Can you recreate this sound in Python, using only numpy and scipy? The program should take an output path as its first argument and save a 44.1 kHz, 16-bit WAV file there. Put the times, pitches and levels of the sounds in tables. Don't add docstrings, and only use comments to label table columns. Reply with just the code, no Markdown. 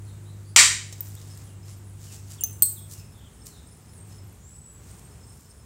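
import sys
import numpy as np
from scipy import signal
from scipy.fft import rfft, irfft
from scipy.io import wavfile

SR = 44100
rng = np.random.default_rng(int(sys.argv[2]) if len(sys.argv) > 2 else 0)


def wav_record(signal):
    frames = np.transpose(np.atleast_2d(signal))
    bounded = np.clip(frames, -1, 1)
    quanta = np.round(bounded * 32767).astype(np.int16)
    wavfile.write(sys.argv[1], SR, quanta)


N = 249165
T = np.arange(N) / SR


def amp(db):
    return 10 ** (np.asarray(db) / 20)


def unit_rms(x):
    return x / np.sqrt(np.mean(x ** 2) + 1e-20)


def at_hz(table, hz):
    table_hz, value = np.transpose(table)
    return np.interp(np.log(hz + 1), np.log(table_hz + 1), value)


def add(mix, start_s, sound):
    part = mix[round(start_s * SR):][:len(sound)]
    part += sound[:len(part)]


def swell(middle_s, length_s):
    return np.exp(-(2 * (T - middle_s) / length_s) ** 2)


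def noise(shape_db):
    gain = amp(shape_db(np.fft.rfftfreq(N, 1 / SR)))
    return unit_rms(irfft(rfft(rng.standard_normal(N)) * gain, N))


def band(centre_hz, width_hz):
    return noise(lambda hz: -20 * np.log10(1 + (2 * (hz - centre_hz) / width_hz) ** 4))


def colour(x, spectrum, modes=(), size=4096):
    hz = abs(np.fft.fftfreq(size, 1 / SR))
    peaks_db = sum(lift_db / (1 + (2 * (hz - mode_hz) / width_hz) ** 2)
                   for mode_hz, width_hz, lift_db in modes)
    log_gain = np.log(amp(np.maximum(at_hz(spectrum, hz) + peaks_db, -100)))
    pulse = np.fft.ifft(np.exp(np.conj(signal.hilbert(log_gain)))).real[:size // 2]
    return signal.oaconvolve(x, pulse / np.linalg.norm(pulse))[:N]


def burst(t60_s, size=4096):
    x = rng.choice([-1., 1.], size) * amp(-60 * T[:size] / t60_s)
    return x / np.linalg.norm(x)


def ringing(modes, t):
    return sum(amp(db - 60 * t / t60_s) * np.sin(2 * np.pi * hz * t) for hz, db, t60_s in modes)


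def chirp(pitch_hz, warble_share):
    hz = pitch_hz * (1 + warble_share * band(0, 500)[:len(pitch_hz)])
    return signal.windows.tukey(len(hz), .5) * np.sqrt(2) * np.sin(2 * np.pi * np.cumsum(hz) / SR)


def reflected(x, room):
    return signal.fftconvolve(x, room)[:N]


# frequency_hz, t60_s
ROOM_DECAY = [(150, .35), (500, 0.33), (1000, 0.36), (2000, 0.46), (5000, 0.44), (8000, 0.43), (12000, .38),
              (16000, 0.41)]
# delay_s, gain
WALL_ECHOES = [(.0088, .13), (0.0098, .12), (0.0141, .14), (0.0162, 0.11), (.0215, .15), (0.0361, .15)]


def garage(build_s=0.012, onset_s=0.00422):
    hz, frame_s, spectra = signal.stft(rng.standard_normal(SR), SR, nperseg=256)
    decay = amp(-60 * frame_s / at_hz(ROOM_DECAY, hz)[:, None])
    build = 1 - np.exp(-np.maximum(T[:SR] - onset_s, 0) / build_s)
    response = signal.istft(spectra * decay, SR, nperseg=256)[1][:SR] * build
    response /= np.linalg.norm(response)
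    for delay_s, gain in WALL_ECHOES:
        add(response, delay_s, np.array([gain]))
    return response / np.linalg.norm(response)


# frequency_hz, relative_density_db
AIR_SPECTRUM = [(20, -42.5), (55, -1.5), (100, -1), (168, -7), (204, -10), (320, -19.5), (420, -17),
                (520, -23.5), (1050, -26), (2500, -33), (5500, -38.5), (8000, -28), (10800, -41),
                (16000, -40)]


def air(level_db=-48.5, wander_db=-1.0):
    return amp(level_db + wander_db * band(0, 4.7)) * noise(lambda hz: at_hz(AIR_SPECTRUM, hz))


def tyres(level_db=-70, middle_s=5.27, length_s=0.99):
    return amp(level_db) * swell(middle_s, length_s) * band(centre_hz=1080, width_hz=422)


# time_s, firing_hz
FIRING_RATE = [(0, 100.6), (1.1, 100.1), (1.9, 98.8), (5.65, 99.3)]
# firing_multiple, relative_db
ENGINE_ORDERS = [(1, -2.5), (1.5, -15), (2, -23), (3, -29.5), (3.5, -25.5)]
# middle_s, length_s, level_db
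ENGINE_SWELLS = [(4.142, 0.46, -47), (5.05, 0.66, -53)]


def engine(level_db=-40.5, sag_db_per_s=1.26, fade_start_s=2.994, fade_db_per_s=48.5, waver_share=0.038):
    firings = np.cumsum(np.interp(T, *np.transpose(FIRING_RATE))) / SR
    hum = np.zeros(N)
    for order, db in ENGINE_ORDERS:
        waver = 1 + waver_share * band(0, 12)
        hum += amp(db) * waver * np.sin(2 * np.pi * (order * firings + rng.random()))
    held = amp(level_db - sag_db_per_s * T - fade_db_per_s * np.maximum(T - fade_start_s, 0))
    swells = sum(amp(db) * swell(middle_s, length_s) for middle_s, length_s, db in ENGINE_SWELLS)
    return (held + swells) * unit_rms(hum)


def rasping_insect(level_db=-66, lower_db=-3, flutter_db=3, first_peak_s=.08, pulses_per_s=4.93):
    top_hz, arch_hz, width_hz, lower_offset_hz = 9880, 450, 450, 700
    pulses = abs(np.cos(np.pi * pulses_per_s * (T - first_peak_s)))
    pitch_hz = top_hz - arch_hz * (1 - pulses ** 2) ** 2
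    upper, lower = (unit_rms(band(0, width_hz) * np.sin(2 * np.pi * np.cumsum(hz) / SR))
                    for hz in (pitch_hz, pitch_hz - lower_offset_hz))
    return amp(level_db + flutter_db * band(0, 20)) * pulses * (upper + amp(lower_db) * lower)


INSECTS = {"low": (5260, -69), "middle": (8510, -66), "high": (11900, -74)}
# middle_s, insect, relative_db
BUZZ_SPURTS = [(1.32, "low", -58), (1.43, "middle", -60), (1.70, "low", -61), (3.0, "low", -61),
               (3.99, "middle", -54.5), (4.16, "low", -55), (4.96, "low", -63), (5.285, "middle", -49),
               (5.47, "middle", -57)]


def buzzing_insects(room, start_s=1.2, spurt_s=0.088, ragged_db=5, direct_db=-3, room_db=-9):
    x = np.zeros(N)
    for name, (pitch_hz, idle_db) in INSECTS.items():
        idle = amp(idle_db) * (T > start_s) * unit_rms(np.clip(band(0, 16), 0, 1))
        spurts = sum(amp(db) * swell(middle_s, spurt_s)
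                     for middle_s, insect, db in BUZZ_SPURTS if insect == name)
        buzz = unit_rms(band(pitch_hz, 180) * amp(ragged_db * band(0, 70)))
        x += (idle + spurts) * buzz
    return amp(direct_db) * x + amp(room_db) * reflected(x, room)


def whistle(length_s=0.42, start_hz=5600, target_hz=8450, rise_s=.065, sag_hz_per_s=2000):
    t = T[:round(length_s * SR)]
    pitch_hz = target_hz + (start_hz - target_hz) * np.exp(-t / rise_s) - sag_hz_per_s * t
    return chirp(pitch_hz, warble_share=0.0083)


# start_s, length_s, start_hz, end_hz, relative_db
BIRD_SLURS = [(0.06, 0.062, 4500, 3700, -60), (0.246, 0.075, 3690, 4020, -60), (0.44, .09, 4300, 4853, -62),
              (1.16, 0.032, 3430, 3810, -53), (1.46, 0.07, 3600, 2670, -63), (2.05, 0.092, 3400, 2554, -59),
              (2.374, 0.063, 3900, 2626, -50), (2.754, 0.05, 4160, 3180, -52),
              (2.903, .16, 2956, 2530, -63.5), (3.12, 0.19, 3730, 3140, -60),
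              (3.484, 0.14, 4620, 3490, -58.5)]


def birds(room, bend_power=1.8, whistle_start_s=4.38, whistle_relative_db=-50.5, direct_db=-5, room_db=-5):
    x = np.zeros(N)
    for start_s, length_s, start_hz, end_hz, db in BIRD_SLURS:
        remaining = np.linspace(1, 0, round(length_s * SR))
        pitch_hz = end_hz + (start_hz - end_hz) * remaining ** bend_power
        add(x, start_s, amp(db) * chirp(pitch_hz, warble_share=0.039))
    add(x, whistle_start_s, amp(whistle_relative_db) * whistle())
    return amp(direct_db) * x + amp(room_db) * reflected(x, room)


# frequency_hz, relative_density_db
GRIT_SPECTRUM = [(300, -17), (1500, -14.5), (3500, -11), (7500, -0.5), (10000, -9), (15500, -12.5)]


def gritty(x, tilt_db_per_octave):
    top_hz = GRIT_SPECTRUM[-1][0]
    return colour(x, [(hz, db + tilt_db_per_octave * np.log2(hz / top_hz)) for hz, db in GRIT_SPECTRUM])


# middle_s, length_s, level_db, tilt_db_per_octave
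RUB_STROKES = [(1.05, 0.28, -56, -1.5), (1.324, 0.27, -55.5, -2.5), (1.697, 0.092, -53, -3),
               (2.049, 0.1, -53, -0.5), (2.142, 0.065, -48, -1), (2.322, 0.071, -47, -0.5),
               (2.926, 0.043, -42, 3), (2.988, 0.045, -50.5, 2.5), (3.471, 0.027, -42.5, 3),
               (4.13, .08, -56.5, -3), (4.919, .2, -59.5, 0.5), (5.385, 0.24, -65, 3)]
# start_s, energy_db,
# t60_s, tilt_db_per_octave
GRIT_TICKS = [(0.9258, -15, 0.059, -2), (1.0068, -12.5, .003, -0.5), (1.1524, -17.5, 0.0022, 4),
              (1.215, -26, .015, 0), (1.375, -23, 0.0071, 2), (2.594, -27, .015, 12),
              (2.627, -17, 0.034, -8.5), (3.9344, -30.5, .02, -0.5), (4.993, -26.5, .02, 1.5)]


def handling(room, grip_db=-68.5, grip_wander_db=2.5, grain_db=3, room_db=-7):
    grains = unit_rms(rng.standard_normal(N) * amp(grain_db * band(0, 500)))
    x = gritty(amp(grip_db + grip_wander_db * band(0, 5.6)) * grains, 0)
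    for middle_s, length_s, db, tilt in RUB_STROKES:
        x += gritty(amp(db) * swell(middle_s, length_s) * grains, tilt)
    for start_s, db, t60_s, tilt in GRIT_TICKS:
        add(x, start_s, amp(db) * gritty(burst(t60_s), tilt))
    return x + amp(room_db) * reflected(x, room)


# pitch_hz, relative_db, t60_s
BLADE = [(4305, -20, .2), (8237, 0, .2), (9830, -6, .065), (13680, 8, .045)]
FLAKE = [(6258, 0, .065), (10305, -7, .04), (14700, 3, .035)]
SLIVER = [(7258, 0, .075), (9319, -2, .085), (15650, -7, .03)]
CHIP = [(14550, 0, .025)]
SPALL = [(5520, 0, .07), (6480, -1, .05), (7450, 1, .05)]
PIECES = {"blade": BLADE, "flake": FLAKE, "sliver": SLIVER, "chip": CHIP, "spall": SPALL}
# frequency_hz, relative_density_db
CLICK_SPECTRUM = [(200, -29), (1000, -22), (2200, -26), (4000, -1.5), (5800, -18), (7500, 1), (8700, 7.5),
                  (11500, -1.5), (16000, 2)]
# start_s, piece, ring_db, click_db, highpass_hz, send_db
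STONE_CONTACTS = [(0.925, "spall", -43, -35, 3000, -8), (1.0072, "chip", -18, -20, 4000, -4.5),
                  (2.4087, "sliver", -27.5, -39, 7000, -3.5), (2.4367, "flake", -16.5, -8, 5990, -6.5),
                  (2.5298, "sliver", -49, -21, 6500, 2), (2.6223, "blade", -12, 8, 250, -4.5),
                  (2.6322, "blade", -68, 9.5, 5500, -8)]


def clinks(room, contact_t60_s=0.0059, attack_s=.0004, ring_room_db=-8, click_room_db=-2):
    x, t = np.zeros(N), T[:SR // 2]
    attack = np.sin(np.pi / 2 * np.minimum(t / attack_s, 1)) ** 2
    for start_s, piece, ring_db, click_db, highpass_hz, send_db in STONE_CONTACTS:
        ring = amp(ring_db) * ringing(PIECES[piece], t) * attack
        click = amp(click_db) * colour(burst(contact_t60_s, size=len(t)), CLICK_SPECTRUM)[:len(t)]
        click = signal.sosfilt(signal.butter(3, highpass_hz, "high", fs=SR, output="sos"), click)
        to_walls = amp(ring_room_db) * ring + amp(click_room_db) * click
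        add(x, start_s, ring + click)
        add(x, start_s, amp(send_db) * reflected(to_walls, room))
    return x


# pitch_hz, level_db, t60_s
KNOCK_MODES = [(55, -30, 0.11), (199, -49, 0.028), (391, -33, 0.12), (802, -22, 0.064)]


def knock(start_s):
    x = np.zeros(N)
    add(x, start_s, ringing(KNOCK_MODES, T[:SR // 2]))
    return x


# frequency_hz, relative_density_db
CRACK_SPECTRUM = [(60, -19), (200, -24), (380, -18), (640, -19), (850, -15), (1500, -7), (1900, -4.5),
                  (2800, -7), (6600, -3.5), (7400, 0), (8700, -4), (10300, -18.5), (13000, -24.5),
                  (16000, -30)]
# centre_hz, width_hz, lift_db
BLOW_MODES = [(1010, 70, 8.5), (1170, 73, 7), (1881, 130, 7), (2290, 330, 7), (3140, 190, 5.5),
              (3870, 170, 6), (4660, 240, 4), (5850, 220, 4), (7184, 380, 4.5), (8200, 440, 4),
              (11400, 460, 5.5)]


def crack(room, start_s, t60_s=0.036, direct_db=20, room_db=25.5):
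    x = np.zeros(N)
    add(x, start_s, amp(direct_db) * burst(t60_s))
    add(x, start_s, amp(room_db) * room)
    return colour(x, CRACK_SPECTRUM, BLOW_MODES)


def scene(blow_s=0.5615):
    room = garage()
    knapper = crack(room, blow_s) + knock(blow_s) + clinks(room) + handling(room)
    outdoors = engine() + buzzing_insects(room) + rasping_insect() + birds(room) + air() + tyres()
    return (knapper + outdoors)[None]


def record(dry, ceiling=1.4, cutoff_hz=15850):
    saturated = ceiling * np.tanh(dry / ceiling)
    lowpass = signal.firwin(401, cutoff_hz, window=("kaiser", 9), fs=SR)
    return signal.oaconvolve(saturated, lowpass[None], "same")


dry = scene()
out = record(dry)
wav_record(out)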